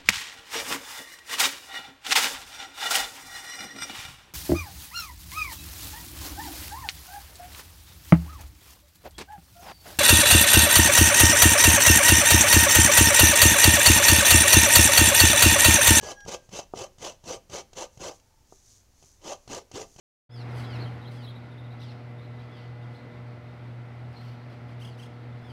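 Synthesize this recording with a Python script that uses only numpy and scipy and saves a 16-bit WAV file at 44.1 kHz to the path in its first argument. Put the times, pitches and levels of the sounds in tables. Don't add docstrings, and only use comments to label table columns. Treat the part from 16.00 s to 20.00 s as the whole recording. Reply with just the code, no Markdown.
import sys
import numpy as np
from scipy import signal
from scipy.io import wavfile
from scipy.ndimage import uniform_filter1d

SR = 44100
rng = np.random.default_rng(int(sys.argv[2]) if len(sys.argv) > 2 else 0)


def unload_audio(sound):
    columns = np.transpose(np.atleast_2d(sound))
    steps = np.round(np.clip(columns, -1, 1) * 32767)
    wavfile.write(sys.argv[1], SR, steps.astype(np.int16))


N = 176400
T = np.arange(N) / SR

# frequency in Hz, relative spectral level in dB.
ROOM_TONE_SPECTRUM = [(12, -23.5), (20, 2), (44, -6), (87, -7), (185, -20.5), (245, -19), (362, -23.5),
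                      (725, -26), (1340, -31), (3640, -34.5), (6360, -28.5), (8170, -36.5), (15500, -41)]
# frequency in Hz, time to fall 60 dB (t60) in seconds.
ROOM_DECAY = [(100, 0.52), (600, 0.36), (3000, 0.33), (8000, 0.21), (15000, 0.41)]
# time in seconds, level in dB.
MEW_ENVELOPE = [(0, -61.5), (0.029, -48.5), (.075, -51), (.125, -61), (.15, -64), (0.178, -50),
                (.245, -49.5), (.275, -68), (.39, -66), (.5, -82)]
# multiple of the pitch, relative level in dB.
MEW_HARMONICS = [(1, -9), (2, 2.5), (4, -19.5), (7, -7), (8, -26)]
# centre in seconds, half width in seconds, level in dB.
HUSK_BRUSHES = [(.45, 0.028, -69), (1.96, 0.036, -65.5), (2.15, 0.021, -59.5), (2.54, 0.043, -62.5),
                (2.715, 0.066, -58), (3.067, 0.069, -60.5), (3.43, 0.1, -70), (3.92, 0.063, -61.5)]
# frequency in Hz, relative spectral level in dB.
HUSK_SPECTRUM = [(800, -22), (2500, -19.5), (4300, -8.5), (4900, -6), (5550, -3.5), (6120, 3.5),
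                 (6400, 0.5), (6950, 0.5), (7600, -7), (11000, -16), (15500, -28)]
# start in seconds, then the levels of knock, tick and thump in dB.
BLOWS = [(0.01, -45, -44.5, -37.5), (0.203, -70, -50, -72), (0.25, -52, -50, -36), (0.262, -33.5, -54, -33),
         (0.282, -32.5, -43.5, -64), (.341, -33.5, -43, -63), (.49, -46.5, -53.5, -38.5),
         (.59, -29, -64, -56), (0.737, -20.5, -67, -53), (0.814, -31, -45, -35), (0.982, -50, -52, -41),
         (1.239, -45.5, -50.5, -38), (1.332, -34.5, -50, -61), (1.497, -46.5, -48, -37.5),
         (1.731, -42.5, -47.5, -45), (1.973, -45, -51.5, -34.5), (2.092, -36.5, -54, -56),
         (2.178, -72, -67, -78), (2.197, -73, -58, -72), (2.5237, -37, -83, -81), (3.025, -48.5, -57, -49),
         (3.038, -50.5, -61, -46), (3.476, -39, -46, -38), (3.546, -29, -35, -44), (3.714, -39, -46.5, -49),
         (3.758, -33.5, -52, -54), (3.961, -46.5, -51.5, -39.5)]
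# frequency in Hz, relative level in dB, t60 in seconds.
SHELL_RESONANCES = [(176, -22.5, 0.07), (393, -15, 0.13), (456, -5.5, 0.031), (672, 1, 0.013),
                    (749, -12.5, 0.059), (920, -8.5, 0.026), (1187, -7, 0.023)]
# frequency in Hz, relative level in dB, t60 in seconds.
BASIN_RESONANCES = [(510.5, 2.5, 0.11), (579, -5.5, 0.12), (679.5, -2.5, 0.13), (791.6, 1, 0.15),
                    (899, -23, 0.12), (1240, -2, 0.05)]
# frequency in Hz, relative level in dB, t60 in seconds.
BLADE_RESONANCES = [(2650, -3.5, 0.07), (3086, -4, 0.093), (4910, -7, 0.048), (6060, -2.5, 0.02),
                    (6030, -0.5, 0.037), (6400, -7, .05)]
# frequency in Hz, relative spectral level in dB.
BENCH_SPECTRUM = [(20, -44), (55, 6.5), (110, 4.5), (200, 7), (320, -8.5), (700, -43)]
# frequency in Hz, relative spectral level in dB.
SHELL_SPECTRUM = [(120, -33), (260, -17), (310, -8.5), (360, -2.5), (440, -4), (570, 0.5), (700, -5.5),
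                  (790, -1), (860, -5.5), (950, -3), (1100, -10), (1200, -4), (1340, -30), (1570, -18),
                  (1850, -28.5), (3000, -43)]
# frequency in Hz, relative spectral level in dB.
RASP_SPECTRUM = [(500, -24.5), (1500, -5.5), (1870, -11.5), (2030, -4.5), (2400, -8.5), (2730, -1),
                 (2880, -3.5), (3040, 2), (3200, -3.5), (3700, -6), (4250, -4), (5400, -2.5), (6130, 3),
                 (6350, 1), (6560, 0), (7000, -2), (7400, -6.5), (8800, -14), (12000, -23.5), (15500, -35)]
# start, rise, hold and release t60 in seconds, levels of shell, rasp
# and bench in dB, swell over the hold in dB, the pitch the hollow note rises to in Hz.
GRATER_STROKES = [(0.016, 0.027, 0.074, 0.1, -41.5, -42, -53, 3, 558),
                  (0.264, 0.022, 0.059, 0.11, -41.5, -41.5, -52.5, 4.5, 590),
                  (0.506, 0.05, 0.039, 0.11, -41, -40, -54.5, 1.5, 613),
                  (0.739, 0.055, 0.045, 0.097, -41, -41, -53.5, -1, 570),
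                  (0.991, 0.045, 0.062, 0.12, -42.5, -42, -54.5, -3.5, 616),
                  (1.248, 0.051, 0.055, 0.078, -39, -41, -52.5, -5, 530),
                  (1.499, 0.043, 0.05, 0.094, -38.5, -38.5, -51, 1, 539),
                  (1.749, 0.033, 0.061, 0.079, -40.5, -41, -56.5, 0, 560),
                  (1.99, 0.043, 0.055, 0.13, -39, -41, -55, 1, 555),
                  (3.221, 0.078, 0.036, 0.099, -40.5, -43, -60, -5, 678),
                  (3.479, 0.046, 0.06, 0.11, -42.5, -44, -57, -3, 461),
                  (3.723, 0.045, 0.068, 0.098, -43, -44.5, -53, -9, 468),
                  (3.976, 0.023, 0.056, 0.11, -41, -41, -62, 12, 567)]

ROOM_TONE_DB, REVERB_DB = -61.5, -17.5
NEAR_SPREAD_S, NEAR_DB = 0.012, -14.5
CONTACT_S, KNOCK_LOW_HZ, KNOCK_TOP_HZ = 0.00055, 256, 1350
THUMP_HZ, THUMP_T60_S, TICK_T60_S, BLOW_RISE_S = 118.5, 0.04, 0.034, 0.0025
BITE_DB, SHELL_LAG_DB = -23, 1.5
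BENCH_FADE_DB, BENCH_RELEASE_S = -11.5, 0.36
CHATTER_HZ, CHATTER_DB, UNEVEN_HZ, UNEVEN_DB = 159, 0.77, 36, 1.8
BASIN_DB, BLADE_DB, CLOG_DB_PER_S = -8, -8.5, -3
CAVITY_DB, CAVITY_WIDTH_HZ, CAVITY_GLIDE = -6, 149, 0.46
CAVITY_GROW_DB_PER_S, SHELL_FADE_DB_PER_S = 1.13, -.5
TIP_LEAD_S, TIP_S = 0.024, 0.048


def amp(db):
    return 10 ** (np.asarray(db) / 20)


def unit(x):
    return x / np.sqrt(np.mean(x ** 2) + 1e-20)


def read(points, hz):
    f, value = np.transpose(points)
    return np.interp(np.log(hz + 1), np.log(f + 1), value)


def add(mix, s, sound):
    part = mix[max(round(s * SR), 0):][:len(sound)]
    part += sound[:len(part)]


def colour(x, spectrum, size=4096):
    log_gain = np.log(amp(read(spectrum, abs(np.fft.fftfreq(size, 1 / SR)))))
    ring = np.fft.ifft(np.exp(np.conj(signal.hilbert(log_gain)))).real[:size // 2]
    return signal.oaconvolve(x, ring / np.linalg.norm(ring))[:len(x)]


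def wander(hz):
    return unit(signal.sosfilt(signal.butter(2, hz, fs=SR, output="sos"), rng.standard_normal(N)))


def clicks(per_s, spread_db):
    size = amp(spread_db * np.minimum(rng.exponential(1, N), 4))
    return unit(size * rng.choice([-1., 1.], N) * (rng.random(N) < per_s / SR))


def modes(table, t):
    return sum(amp(db) * np.exp(-np.log(1000) * t / t60) * np.sin(2 * np.pi * hz * t)
               for hz, db, t60 in table)


def ringing(x, table):
    ring = modes(table, np.arange(SR // 2) / SR)
    return signal.fftconvolve(x, ring / np.linalg.norm(ring))[:N]


def resonate(x, hz, width_hz):
    turn = np.exp(2j * np.pi * np.cumsum(hz) / SR)
    pole = np.exp(-np.pi * width_hz / SR)
    smooth = signal.lfilter([(1 - pole) ** 2], [1, -2 * pole, pole ** 2], x / turn + 1e-18)
    return 2 * (turn * smooth).real / np.sqrt(np.pi * width_hz / (2 * SR))


def room_tone():
    return amp(ROOM_TONE_DB) * colour(rng.standard_normal(N), ROOM_TONE_SPECTRUM)


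def room_reverb(x):
    taps = rng.standard_normal(SR // 2) * (np.arange(SR // 2) > SR // 200)
    hz, t, bands = signal.stft(taps, SR, nperseg=256)
    decay = 0.0016 ** (t / read(ROOM_DECAY, hz)[:, None])
    tail = signal.istft(bands * decay, SR, nperseg=256)[1]
    return amp(REVERB_DB) * signal.fftconvolve(x, tail / np.linalg.norm(tail))[:N]


def near_reflections(x, count=24):
    taps = np.zeros(SR // 10)
    distance, size = rng.random(count), rng.standard_normal(count)
    delay_s = .001 + NEAR_SPREAD_S * distance
    taps[(delay_s * SR).astype(int)] = size * (1 - .5 * distance)
    reflected = signal.oaconvolve(x, taps / np.linalg.norm(taps))[:N]
    return (x + amp(NEAR_DB) * reflected) / np.hypot(1, amp(NEAR_DB))


def whine(pitch_hz=885, centre_s=2.32, half_width_s=0.09, db=-70.5):
    turns = np.cumsum(pitch_hz * (1 + 0.0148 * wander(hz=45))) / SR
    level = amp(db) * np.exp(-.5 * ((T - centre_s) / half_width_s) ** 2) * wander(hz=25)
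    return level * np.sin(2 * np.pi * turns)


def mew(start_hz=839.5, sag_hz_per_s=98):
    times, levels_db = np.transpose(MEW_ENVELOPE)
    pitch_hz = (start_hz - sag_hz_per_s * T) * (1 + 0.0023 * wander(hz=80))
    turns = np.cumsum(pitch_hz) / SR
    voice = sum(amp(db) * np.sin(2 * np.pi * k * turns) for k, db in MEW_HARMONICS)
    return unit(voice) * amp(np.interp(T, times, levels_db)) * (T < times[-1])


def brushing():
    level = sum(amp(db) * np.exp(-.5 * ((T - s) / width) ** 2) for s, width, db in HUSK_BRUSHES)
    return colour(level * clicks(per_s=6200, spread_db=3.5), HUSK_SPECTRUM)


def knocks():
    t = np.arange(SR // 5) / SR
    contact = np.sin(np.pi * t[t < CONTACT_S] / CONTACT_S)
    ring = np.convolve(modes(SHELL_RESONANCES, t), contact)[:len(t)]
    ring = signal.sosfilt(signal.butter(5, KNOCK_TOP_HZ, fs=SR, output="sos"), ring)
    ring = signal.sosfilt(signal.butter(1, KNOCK_LOW_HZ, "high", fs=SR, output="sos"), ring)
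    attack = np.minimum(t / BLOW_RISE_S, 1)
    thump = attack * modes([(THUMP_HZ, 0, THUMP_T60_S)], t)
    crunch = attack * np.exp(-np.log(1000) * np.maximum(t - BLOW_RISE_S, 0) / TICK_T60_S)
    body, ticks = np.zeros((2, N))
    for start, knock_db, tick_db, thump_db in BLOWS:
        add(body, start, amp(knock_db) * ring / abs(ring).max() + amp(thump_db) * thump)
        add(ticks, start, amp(tick_db) * crunch * rng.standard_normal(len(t)))
    return body + colour(ticks, RASP_SPECTRUM)


def pressure(start, rise, hold, release, swell_db):
    t = T - start
    bite = np.clip(1 - t / rise, 0, 4) ** 2
    drag = np.clip((t - rise) / hold, 0, 1) - .5
    lift = np.exp(-np.log(1000) * np.maximum(t - rise - hold, 0) / release)
    return amp(BITE_DB * bite + swell_db * drag) * lift


def moving_contact(x, patchy_db):
    bands = signal.stft(x, nperseg=512, noverlap=384)[2]
    patches = uniform_filter1d(rng.standard_normal(bands.shape), size=3, axis=0)
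    patches = uniform_filter1d(patches, size=8, axis=1)
    gain = unit(amp(patchy_db * unit(patches)))
    return signal.istft(bands * gain, nperseg=512, noverlap=384)[1][:N]


def cavity_note(drive):
    note_hz = np.zeros(N)
    for start, rise, *_, open_hz in GRATER_STROKES:
        shut = 1 - np.clip((T - start - rise + TIP_LEAD_S) / TIP_S, 0, 1)
        note_hz = np.where((T >= start) | (note_hz == 0), open_hz * (1 - CAVITY_GLIDE * shut), note_hz)
    air = resonate(drive * rng.standard_normal(N), note_hz, CAVITY_WIDTH_HZ)
    return amp(CAVITY_DB + CAVITY_GROW_DB_PER_S * T) * air


def scraping():
    shell_drive, rasp_drive, bench_drive = np.zeros((3, N))
    for start, rise, hold, release, shell_db, rasp_db, bench_db, swell_db, _ in GRATER_STROKES:
        push = pressure(start, rise, hold, release, swell_db)
        ring_up_db = SHELL_LAG_DB * np.clip((T - start - rise) / hold - .5, -1, 1)
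        lean = pressure(start, rise / 2, hold + rise / 2, BENCH_RELEASE_S, BENCH_FADE_DB)
        shell_drive += push * amp(shell_db + ring_up_db)
        rasp_drive += push * amp(rasp_db)
        bench_drive += lean * amp(bench_db)
    chatter = unit(amp(CHATTER_DB * wander(CHATTER_HZ) + UNEVEN_DB * wander(UNEVEN_HZ)))
    slips = chatter * clicks(per_s=1800, spread_db=2.0)
    grains = chatter * clicks(per_s=9000, spread_db=2.5)
    shell = amp(SHELL_FADE_DB_PER_S * T) * colour(shell_drive * slips, SHELL_SPECTRUM)
    cavity = cavity_note(shell_drive * chatter)
    basin = amp(BASIN_DB) * ringing(shell_drive * rng.standard_normal(N), BASIN_RESONANCES)
    teeth = near_reflections(colour(rasp_drive * grains, RASP_SPECTRUM))
    blade = ringing(rasp_drive * rng.standard_normal(N), BLADE_RESONANCES)
    blade *= amp(BLADE_DB + CLOG_DB_PER_S * T)
    bench = colour(bench_drive * slips, BENCH_SPECTRUM)
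    scrape = moving_contact(shell, patchy_db=2.0) + moving_contact(teeth, patchy_db=2.6)
    return scrape + cavity + basin + blade + bench


def scene():
    direct = scraping() + knocks() + brushing() + mew() + whine()
    return (room_tone() + direct + room_reverb(direct))[None]


def record(dry):
    low_pass = signal.firwin(511, 15800, window=("kaiser", 9), fs=SR)
    return signal.oaconvolve(dry, low_pass[None], "same")


dry = scene()
out = record(dry)
unload_audio(out)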